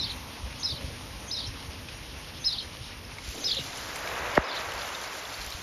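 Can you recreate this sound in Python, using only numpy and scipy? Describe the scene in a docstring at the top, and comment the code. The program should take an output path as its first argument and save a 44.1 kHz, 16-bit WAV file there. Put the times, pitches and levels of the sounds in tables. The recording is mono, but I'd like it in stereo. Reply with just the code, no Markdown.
"""Rain from lawn to gravel, with a sparrow

Rain, as noise shaped by random splashes, falls on a lawn, then more crisply on gravel by a house.
A two-voiced sparrow chirps about once a second, with reflections; light air rumbles on the microphone
and far tyres hiss. Near drops tick and ring, a downspout burbles, and a broad band of noise
swells and fades like a car on a wet road. One fat drop knocks on the microphone as a falling pop."""
import sys
import numpy as np
from scipy import signal
from scipy.fft import rfft, irfft
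from scipy.io import wavfile
from scipy.ndimage import uniform_filter1d

SR = 44100
rng = np.random.default_rng(int(sys.argv[2]) if len(sys.argv) > 2 else 0)


def master_out(mix):
    """Clip the mix to full scale and print it as 16-bit PCM to the path in sys.argv[1]."""
    frames = np.transpose(np.atleast_2d(mix))
    ceiling = np.clip(frames, -1, 1)
    pcm = np.round(ceiling * 32767).astype(np.int16)
    wavfile.write(sys.argv[1], SR, pcm)


N = 247878
T = np.arange(N) / SR
PORT_LAG_S = 0.000186  # sound from the left reaches the right port this much later


def undb(db):
    """Logarithmic level: decibels to amplitude gain."""
    return 10 ** (np.asarray(db) / 20)


def unit(x):
    """Normalization: scale to rms 1."""
    return x / np.sqrt(np.mean(x ** 2) + 1e-20)


def colour(x, points):
    """Spectral shaping: weight each frequency by (Hz, dB) points joined on a logarithmic axis."""
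    hz, db = np.transpose(points)
    log_f = np.log(np.arange(N // 2 + 1) * SR / N + 1)
    gain = undb(np.interp(log_f, np.log(hz), db, left=-90, right=-90))
    return irfft(rfft(x) * gain, N)


def band(x, lo_hz, hi_hz):
    """Band-pass filtering with gentle slopes."""
    edges_hz = [lo_hz, min(hi_hz, SR / 2 - 100)]
    return signal.sosfilt(signal.butter(2, edges_hz, "band", fs=SR, output="sos"), x)


def walk(rate):
    """Random modulation: held random values, about `rate` a second, smoothed to a wander of rms 1."""
    hold = max(int(SR / rate), 1)
    steps = rng.standard_normal(N)[np.arange(N) // hold]
    return unit(uniform_filter1d(steps, hold))


def bell(t, centre, half, order=2):
    """Smooth envelope: a hump of height 1; a higher order flattens its top."""
    return np.exp(-np.abs((t - centre) / half) ** order)


def step(t, width):
    """Smooth switching: a rise from 0 to 1 around t = 0."""
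    return (1 + np.tanh(t / width / 2)) / 2


def stereo(mid, side):
    """Sum and difference: left and right from their common and differing parts."""
    return np.array([mid + side, mid - side])


def patter(rate, spread_db, share, flicker_db):
    """Shot noise: far drops merge into hiss; nearer ones tick, with each octave flickering on its own."""
    chance, size = rng.random((N, 2)).T
    hits = (chance < rate / SR) * undb(spread_db * np.minimum(-np.log(size + 1e-9), 4))
    hits = signal.lfilter([1], [1, -np.exp(-1 / (0.0084 * SR))], hits)  # a splash lasts a few milliseconds
    share = np.clip(share, 0, 1)
    f = np.arange(N // 2 + 1) * SR / N
    edges_hz = [0, 700, 1400, 2800, 5600, 11200, SR]
    total = 0
    for lo, hi in zip(edges_hz, edges_hz[1:]):
        noise = rng.standard_normal((2, N))
        power = 1 - share + share * unit(hits * undb(4.1 * walk(400))) ** 2
        octave = irfft(rfft(noise * np.sqrt(power)) * ((f >= lo) & (f < hi)), N)
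        total = total + octave * undb(flicker_db * walk(22.13))
    return total


def rain(drops, mid_colour, side_colour, side_db):
    """Spectral shaping: the drops are shaped by one spectrum for the middle and one for the sides."""
    mid = unit(colour(drops[0], mid_colour))
    side = undb(side_db) * unit(colour(drops[1], side_colour))
    return stereo(mid, side)


# The low patter on the lawn lies to the right, its hiss to the left.
# Each row: frequency in Hz, lean as a plain number from -1 (right) to 1 (left).
LAWN_LEAN = [(1200, -0.55), (2000, -.15), (4500, -.15), (6000, .65)]


def slant(drops):
    """Interaural delay: rain that falls more to one side reaches the nearer port first."""
    f = np.arange(N // 2 + 1) * SR / N
    lean = np.clip(np.interp(f, *np.transpose(LAWN_LEAN)), -1, 1) * np.sin(2 * np.pi * f * PORT_LAG_S)
    tied = 1j * lean * rfft(drops[0])  # locked in phase to the common part
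    free = np.sqrt(1 - lean ** 2) * rfft(drops[1])
    return np.array([drops[0], irfft(tied + free, N)])


# Spectra of rain on the lawn: the part common to both ears, then the part that differs.
# Each row: frequency in Hz, relative level in dB per Hz.
LAWN_COMMON = [(100, -27), (250, -1), (380, -10), (520, -6), (720, -10.5), (900, -8), (1400, -12),
               (2700, -9), (4300, -13), (5600, -13), (6900, -22), (7800, -55.5), (9000, -19), (12500, -24),
               (14500, -56)]
LAWN_DIFFERING = [(88, -35), (150, -42), (230, -17), (542, -2), (598, 0.5), (1580, -8.5), (3010, -1.5),
                  (5290, -12.5), (6690, -8.5), (9130, -12.5), (10300, -22), (10900, -59), (11500, -41),
                  (12200, -21.5), (15800, -14)]
LAWN_DB, LAWN_EASE_DB_PER_S = -42.5, 0.62


def lawn_rain(on_gravel):
    """Dense shot noise: soft patter that eases slowly and yields to the gravel at constant power."""
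    drops = slant(patter(rate=710, spread_db=7.5, share=0.14, flicker_db=1.5))
    lawn = rain(drops, LAWN_COMMON, LAWN_DIFFERING, side_db=-1.0)
    return lawn * undb(LAWN_DB - LAWN_EASE_DB_PER_S * T) * np.sqrt(1 - on_gravel)


# Spectrum of the air. Each row: frequency in Hz, relative level in dB per Hz.
AIR_SPECTRUM = [(20, -38), (40, -2.5), (65, 3), (100, 0), (150, -5.5), (250, -16), (500, -21.5)]
# Lulls of the air. Each row: centre in seconds, half length in seconds, change in dB.
AIR_LULLS = [(0.362, 0.034, -10), (4.487, 0.067, -19), (5.093, 0.35, -7.5)]
# Soft low thuds of air on the microphone.
# Each row: start in seconds, level in dB, mean pitch in Hz (it wavers), time to the peak in seconds.
AIR_BUMPS = [(.428, -30, 58.6, 0.017), (0.719, -32.5, 103, 0.0087), (.841, -27.5, 87, 0.0063),
             (.872, -35.5, 99, 0.016), (1.13, -41, 56.5, 0.02), (1.465, -31.5, 73, 0.019),
             (1.494, -38, 80, 0.011), (1.687, -32, 74, 0.0052), (2.81, -34, 85, 0.0043),
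             (3.279, -29, 68, 0.0091), (4.384, -28, 59.6, 0.0069), (4.667, -36.5, 86, 0.0072),
             (4.74, -40, 58.4, .02), (5.385, -38.5, 52.3, 0.016), (5.465, -37, 63, 0.011),
             (5.547, -33, 69, 0.0059)]
AIR_DB, AIR_EASE_DB_PER_S, AIR_WANDER_DB = -44.5, 0.8, -0.6


def air():
    """Turbulent pressure: low rumble, nearly alike in both ears, with lulls and short bumps."""
    noise = unit(colour(rng.standard_normal((2, N)), AIR_SPECTRUM))
    level_db = AIR_DB - AIR_EASE_DB_PER_S * T + AIR_WANDER_DB * walk(6.5)
    level_db = level_db + sum(db * bell(T, s, half) for s, half, db in AIR_LULLS)
    out = stereo(noise[0] * undb(level_db), noise[1] * undb(-55.5))
    for s, db, hz, rise_s in AIR_BUMPS:
        age = np.maximum(T - s, 0) / rise_s
        wavering_hz = hz * np.exp(0.19 * walk(120)) * (T > s)
        eddy = np.sin(2 * np.pi * np.cumsum(wavering_hz) / SR)
        out = out + undb(db) * eddy * age * np.exp(1 - age)
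    return out


def traffic():
    """Filtered noise: far tyres give a narrow, wavering hiss over a low rumble, both fading."""
    hiss = unit(band(rng.standard_normal((2, N)), 836, 1130))
    rumble = undb(-7) * unit(band(rng.standard_normal(N), 160, 288))
    fade_db_per_s = 7
    return (hiss + rumble) * undb(-50 - fade_db_per_s * T + 0.33 * walk(7.6))


# One gesture of the lower voice, shared by all chirps: thin lead-in, held note, drop and sag, two arches.
# Each row: time in seconds from the start of the held note, pitch in Hz, level in dB,
# all before each call's own factors.
LOWER_GESTURE = [(-.05, 3150, -29), (-.01, 3520, -21), (-.003, 3900, -7), (.001, 5080, -2),
                 (.007, 5160, -9), (.015, 5165, 0), (.026, 5150, 0), (.029, 4100, -4), (.042, 3980, -7),
                 (.056, 3700, -13), (.073, 3580, -5), (.082, 4700, -4), (.092, 3700, -8), (.112, 2950, -21),
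                 (.132, 3400, -20), (.138, 3850, -6), (.146, 4350, -10), (.158, 3050, -15),
                 (.169, 3100, -22)]
EDGE_S = 0.0011


def lower_voice(t):
    """Frequency modulation: pitch and gain climb, hold one note, drop, then make two quick arches."""
    s, hz, db = np.transpose(LOWER_GESTURE)
    gain = undb(np.interp(t, s, db)) * step(t - s[0], EDGE_S) * step(s[-1] - t, EDGE_S)
    return np.interp(t, s, hz), gain


# Pulses of the upper voice. Each row: centre in seconds from the start of the held note,
# half length in seconds, level in dB, all before each call's own factors.
UPPER_GESTURE = [(-.024, 0.019, -14.5), (.013, 0.012, -10.5), (0.056, 0.016, -11), (0.06, .005, -19),
                 (0.096, 0.0087, -20), (0.125, 0.023, -14.5)]
# pitch at the start of the held note, slope, highest and lowest pitch, before each call's pitch factor
UPPER_HZ, UPPER_SAG_HZ_PER_S, UPPER_TOP_HZ, UPPER_END_HZ = 5925, 14000, 6450, 4300


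def upper_voice(t):
    """Second source: the other side of the syrinx glides straight down, sung in separate pulses."""
    gain = sum(undb(db) * bell(t, s, half) for s, half, db in UPPER_GESTURE)
    return np.clip(UPPER_HZ - UPPER_SAG_HZ_PER_S * t, UPPER_END_HZ, UPPER_TOP_HZ), gain


HELD_S, SETTLE_S = 0.0266, 0.0091  # after the held note each call settles on its own pitch


def whistle(voice, t, pitch, rough, trill, trill_hz, flutter_db):
    """Phase accumulation: a near sine follows a pitch contour with a fast trill and uneven pitch and level."""
    hz, gain = voice(t)
    waver, flutter, drift = (walk(rate)[:len(t)] for rate in (1400, 350, 60))
    # the held note is nearly pure; after it the buzz is full
    held = bell(t, .016, 0.013, order=4)
    after = np.clip((t - HELD_S) / SETTLE_S, 0, 1)
    buzz = (rough * waver + trill * np.sin(2 * np.pi * trill_hz * t + drift)) * (1 + after) / 2
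    hz = hz * pitch ** after * (1 + buzz * (1 - 1.2 * held))
    return np.sin(2 * np.pi * np.cumsum(hz) / SR) * gain * undb(flutter_db * flutter * (0.5 - held / 2))


# The chirps. Each row: start of the held note in seconds, level in dB, pitch factor after the held note,
# length factor, accent of the held note in dB, upper voice in dB, sideways share in dB,
# lead-in change in dB, last arch change in dB.
CALLS = [ (-.033, -23, 1.013, 0.97, 7, -2.5, 4.5, 0, 0), (.634, -25, 1.007, 0.94, -1, -1.5, 7, 0, -3.5),
         (1.316, -24, 1.02, 0.93, -9, -2, 6.5, 0.5, -1), (2.448, -23.5, 1.02, 1, 2, -5, 3.5, -2, 2.5),
         (3.445, -19, .93, .91, -7.5, 0, -57, -6, -1), (4.442, -26, .96, .92, -18, 0, -28, -6, 0.5)]
# faint echo of the third chirp's held note
LATE_ECHO_S, LATE_ECHO_HALF_S, LATE_ECHO_HZ, LATE_ECHO_DB = 1.473, 0.013, 5360, -37.5
ECHO_S, ECHO_DB = .143, -26  # the chirps come back faintly from a far wall


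def sparrow():
    """Two-source phonation: lead-in, held note and two lower arches; returns the sound and its sideways share."""
    out = np.zeros((2, N))
    for s, db, pitch, length, accent_db, upper_db, width_db, lead_db, end_db in CALLS:
        near = abs(T - s) < 1 / 4
        t = (T[near] - s) / length
        lower = whistle(lower_voice, t, pitch, rough=.015, trill=.03, trill_hz=280, flutter_db=3.5)
        upper = whistle(upper_voice, t, pitch, rough=.035, trill=.07, trill_hz=260, flutter_db=3.5)
        effort_db = accent_db * bell(t, 0.02, 0.017)
        effort_db = effort_db + lead_db * step(-t - .007, 0.0029) + end_db * step(t - .11, 0.011)
        out[:, near] += undb([[0], [width_db]]) * undb(db + effort_db) * (lower + undb(upper_db) * upper)
    late_echo = np.sin(2 * np.pi * np.cumsum(LATE_ECHO_HZ * (1 + 0.051 * walk(1400))) / SR)
    out[0] += undb(LATE_ECHO_DB) * late_echo * bell(T, LATE_ECHO_S, LATE_ECHO_HALF_S)
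    echo = np.array([np.interp(T - ECHO_S, T, part, left=0) for part in out])
    return out + undb(ECHO_DB) * echo


# Nearby walls repeat each twist of the chirp. Each row: delay in seconds, level in dB.
WALL_REFLECTIONS = [(.0066, -14), (.0175, -10), (.031, -16)]
FAR_DB, FAR_T60_S = -20, .7  # slow scatter from the far side, relative to the near scatter at its start


def yard(x, sideways, t60, wet_db, side_db, wall_s, wall_db):
    """Convolution reverberation: direct sound, distinct reflections, and scatter from walls and shrubs."""
    t = T[:SR // 2]
    sideways = (sideways - np.interp(T - PORT_LAG_S, T, sideways)) / 2  # what differs between the two ports
    decay = undb(-60 * t / t60) + undb(FAR_DB - 60 * t / FAR_T60_S)
    tail = rng.standard_normal((2, len(t))) * decay * (t > .002)
    tail *= undb([[wet_db], [side_db]]) / np.sqrt(np.sum(tail ** 2, axis=1, keepdims=True))
    for s, db in WALL_REFLECTIONS:
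        tail[:, int(s * SR)] += undb(db)
    wet = signal.fftconvolve(np.array([x, sideways]), tail, axes=1)[:, :N]
    wall = np.append(np.zeros(int(wall_s * SR)), sideways)[:N]
    return stereo(x + wet[0], undb(wall_db) * wall + wet[1])


# Near drops. Each row: start in seconds, level in dB before the attack, ring in Hz,
# top of the spray in Hz, decay of the spray in seconds.
NEAR_DROPS = [(1.8855, -31.5, 2490, 5750, 0.0088), (3.049, -35, 5200, 5500, .002),
              (3.116, -37, 2540, 3970, .002), (3.1837, -29.5, 2180, 6000, 0.0048),
              (3.5966, -29, 3800, 7950, 0.0043), (3.781, -31.5, 2980, 9000, 0.0025),
              (3.888, -41, 4300, 12000, .003), (3.958, -30, 2130, 12000, 0.0053),
              (4.0737, -24.5, 2320, 5000, .003), (4.353, -23, 2180, 6150, 0.0066),
              (4.5617, -50, 3570, 7200, 0.0027), (4.72, -30, 2900, 7900, 0.0026),
              (4.817, -27, 3580, 5460, 0.0027), (4.949, -25.5, 3670, 5500, 0.0045),
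              (4.976, -51, 6500, 14000, 0.0031), (5.052, -37, 3930, 6000, 0.0027),
              (5.1305, -33, 4770, 6500, .005), (5.252, -31, 3400, 6000, .003),
              (5.341, -27.5, 4520, 6000, .004), (5.414, -31, 4100, 7000, .003),
              (5.39, -41, 2520, 14000, 0.002), (5.463, -52, 5240, 14000, 0.0026),
              (5.503, -35, 6030, 14000, 0.0024), (5.517, -34, 2390, 13000, 0.0015)]
DROP_ATTACK_S = .0006


def near_drops(ring_db, ring_s):
    """Impact and resonance: each near drop is a tick of spray and a brief wet ring."""
    out = np.zeros((2, N))
    t = T[:SR // 30]
    for s, db, hz, top_hz, decay_s in NEAR_DROPS:
        spray = band(band(rng.standard_normal((2, len(t))), 1500, top_hz), 1500, top_hz)
        ring = undb(ring_db) * np.sin(2 * np.pi * hz * t) * np.exp(-t / ring_s)
        drop = stereo(spray[0], spray[1] / 2) * np.exp(-t / decay_s) + ring
        drop = drop * (1 - np.exp(-t / DROP_ATTACK_S))
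        i = int(s * SR)
        out[:, i:i + len(t)] += undb(db) * drop[:, :N - i]
    return out


# Spectrum of the rush. Each row: frequency in Hz, relative level in dB per Hz.
RUSH_SPECTRUM = [(100, -25), (250, -12.5), (500, -0.5), (900, 1), (1600, -0.5), (2500, -5.5), (4000, -16),
                 (6000, -99)]
RUSH_PEAK_S, RUSH_DB, RUSH_ATTACK_S, RUSH_RELEASE_S = 4.225, -33.5, 1, 1.67
RUSH_ECHO_S, RUSH_ECHO_DB = 0.003165, -24


def rush():
    """Comb filtering: a reflection makes a wide, soft roar slightly hollow as it swells and dies away."""
    noise = colour(rng.standard_normal((2, N)), RUSH_SPECTRUM)
    noise = unit(noise + undb(RUSH_ECHO_DB) * np.roll(noise, int(RUSH_ECHO_S * SR), axis=1))
    t = T - RUSH_PEAK_S
    swell = np.clip(1 + t / RUSH_ATTACK_S, 0, 1) ** 2 * np.clip(1 - t / RUSH_RELEASE_S, 0, 1)
    return stereo(noise[0], undb(-.5) * noise[1]) * undb(RUSH_DB) * swell


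def plinks(count, lo_hz, hi_hz, cycles, glide, spread_db):
    """Bubble resonance: small bubbles at random moments ring for some cycles and rise in pitch; rms 1."""
    out = np.zeros(N)
    for when, pitch, size in rng.random((count, 3)):
        hz = lo_hz * (hi_hz / lo_hz) ** pitch
        i = int(when * N)
        age = np.arange(min(int(4 * cycles * SR / hz), N - i)) * hz / SR / cycles  # in decay times
        ring = np.sin(2 * np.pi * cycles * age * (1 + glide * age)) * np.exp(-age)
        out[i:i + len(age)] += ring * undb(spread_db * min(-np.log(size + 1e-9), 3))
    return unit(out)


# Spectra of rain on gravel: the part common to both ears, then the part that differs.
# Each row: frequency in Hz, relative level in dB per Hz.
GRAVEL_COMMON = [(150, 2), (400, -0.5), (1500, 2.5), (4000, 3.5), (6300, 1.5), (7500, -4.5), (8200, -81),
                 (9000, -9), (10800, -5), (13000, -10), (14500, -22)]
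GRAVEL_DIFFERING = [(150, -3), (600, 10), (2000, 9), (4800, -84), (7000, 15), (8300, 11), (9800, 9.5),
                    (11500, -12.5), (13500, 3), (15000, 10), (15900, -2)]
GRAVEL_DB = -41


def gravel_rain(on_gravel):
    """Shot noise with resonances: a crisp crackle with ringing plinks, brought in at constant power."""
    crackle = patter(rate=1100, spread_db=3.2, share=.45, flicker_db=1.2)
    gravel = rain(crackle, GRAVEL_COMMON, GRAVEL_DIFFERING, side_db=-7.0)
    ringing = plinks(count=1200, lo_hz=2000, hi_hz=6200, cycles=11, glide=.006, spread_db=4.5)
    return (gravel + undb(-10.5) * ringing) * undb(GRAVEL_DB) * np.sqrt(on_gravel)


# Gushes from the downspout. Each row: start in seconds, level in dB.
SPOUT_GUSHES = [(3.35, -43), (3.586, -75)]
RUNOFF_DB, RUNOFF_LASTS_S, GUSH_ATTACK_S, GUSH_DECAY_S = -52.5, 1.4, 0.015, 0.07


def runoff():
    """Bubble and pipe resonance: water burbles from the downspout onto its splash block, and dwindles."""
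    start = SPOUT_GUSHES[0][0]
    flow = undb(RUNOFF_DB) * step(T - start, GUSH_ATTACK_S) * bell(T, start, RUNOFF_LASTS_S)
    for s, db in SPOUT_GUSHES:
        flow = flow + undb(db) * step(T - s, GUSH_ATTACK_S) * np.exp(-np.maximum(T - s, 0) / GUSH_DECAY_S)
    pipe = unit(band(rng.standard_normal(N), 240, 299))  # the hollow note of the spout
    bubbles = plinks(count=2600, lo_hz=380, hi_hz=855, cycles=2.5, glide=0.017, spread_db=-0.5)
    return (undb(-1.0) * bubbles + undb(-4) * pipe) * flow


GLUG_S, GLUG_HALF_S, GLUG_DB, GLUG_HZ, GLUG_END_HZ, GLUG_FALL_S = 3.593, 0.028, -37.5, 540, 142, 0.0011


def glug():
    """Falling resonance: a gulp of water at the spout drops in pitch."""
    t = T - GLUG_S
    hz = GLUG_END_HZ + (GLUG_HZ - GLUG_END_HZ) * step(-t, GLUG_FALL_S)
    return undb(GLUG_DB) * np.sin(2 * np.pi * np.cumsum(hz) / SR) * bell(t, 0, GLUG_HALF_S)


# Modes of the buzz that leads into the knock.
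# Each row: frequency in Hz, level in dB, build-up in seconds.
BUZZ_MODES = [(1800, -1, 0.0014), (586, -11.5, 0.0069)]
BUZZ_CUT_S, KNOCK_S = 0.00023, 4.3776
# the pop starts POP_HZ above the thud's pitch
POP_HZ, POP_FALL_S, POP_ATTACK_S, POP_DECAY_S = 1546, 0.00247, 0.00027, 0.0029
THUD_HZ, THUD_DB, THUD_DECAY_S = 39.8, -34, 0.014


def knock():
    """Impulsive excitation: a drop hits the left port, a short buzz, then a pop that falls into a thud."""
    t = T - KNOCK_S
    since = np.maximum(t, 0)
    hz = THUD_HZ + POP_HZ / (1 + since / POP_FALL_S) ** 2
    fade = np.exp(-since / POP_DECAY_S) + undb(THUD_DB) * np.exp(-since / THUD_DECAY_S)
    pop = -np.sin(2 * np.pi * np.cumsum(hz * (t > 0)) / SR) * (1 - np.exp(-since / POP_ATTACK_S)) * fade
    # the buzz builds up and is cut short just before the pop
    age = t + 0.00091
    buzz = 0
    for ring_hz, db, build_s in BUZZ_MODES:
        envelope = np.exp(-abs(age) / np.where(age < 0, build_s, BUZZ_CUT_S))
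        buzz = buzz + np.cos(2 * np.pi * ring_hz * age) * undb(db) * envelope
    ports = np.array([pop + buzz, undb(-3.0) * pop + undb(-26) * buzz])
    return np.tanh(ports)  # the blow is hard enough to round its peaks


def treble_dip(x, depth, clear_s, from_hz):
    """High-frequency attenuation: the treble dips briefly after the knock."""
    treble = signal.sosfiltfilt(signal.butter(2, from_hz, "high", fs=SR, output="sos"), x)
    dip = np.clip(depth, 0, 1) * (T > KNOCK_S) * step(KNOCK_S + clear_s - T, 0.0067)
    return x - dip * treble


CROSSOVER_S, CROSSOVER_WIDTH_S = 3.27, 0.026  # the rain passes from lawn to gravel


def scene():
    """Superposition: rain, air, traffic, bird, drops, rush and runoff add up, then the knock."""
    on_gravel = step(T - CROSSOVER_S, CROSSOVER_WIDTH_S)
    bird = yard(*sparrow(), t60=.17, wet_db=-7, side_db=-5, wall_s=.0023, wall_db=0)
    outdoors = lawn_rain(on_gravel) + air() + traffic() + bird
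    outdoors = outdoors + near_drops(ring_db=-1, ring_s=.004) + rush()
    outdoors = outdoors + gravel_rain(on_gravel) + runoff() + glug()
    return treble_dip(outdoors, depth=0.6, clear_s=0.16, from_hz=3450) + knock()


def record(dry):
    """Low-pass filtering: the recorder cuts the top, above 15800 Hz."""
    return signal.sosfilt(signal.ellip(8, .2, 70, 15800, fs=SR, output="sos"), dry)


dry = scene()
out = record(dry)
master_out(out)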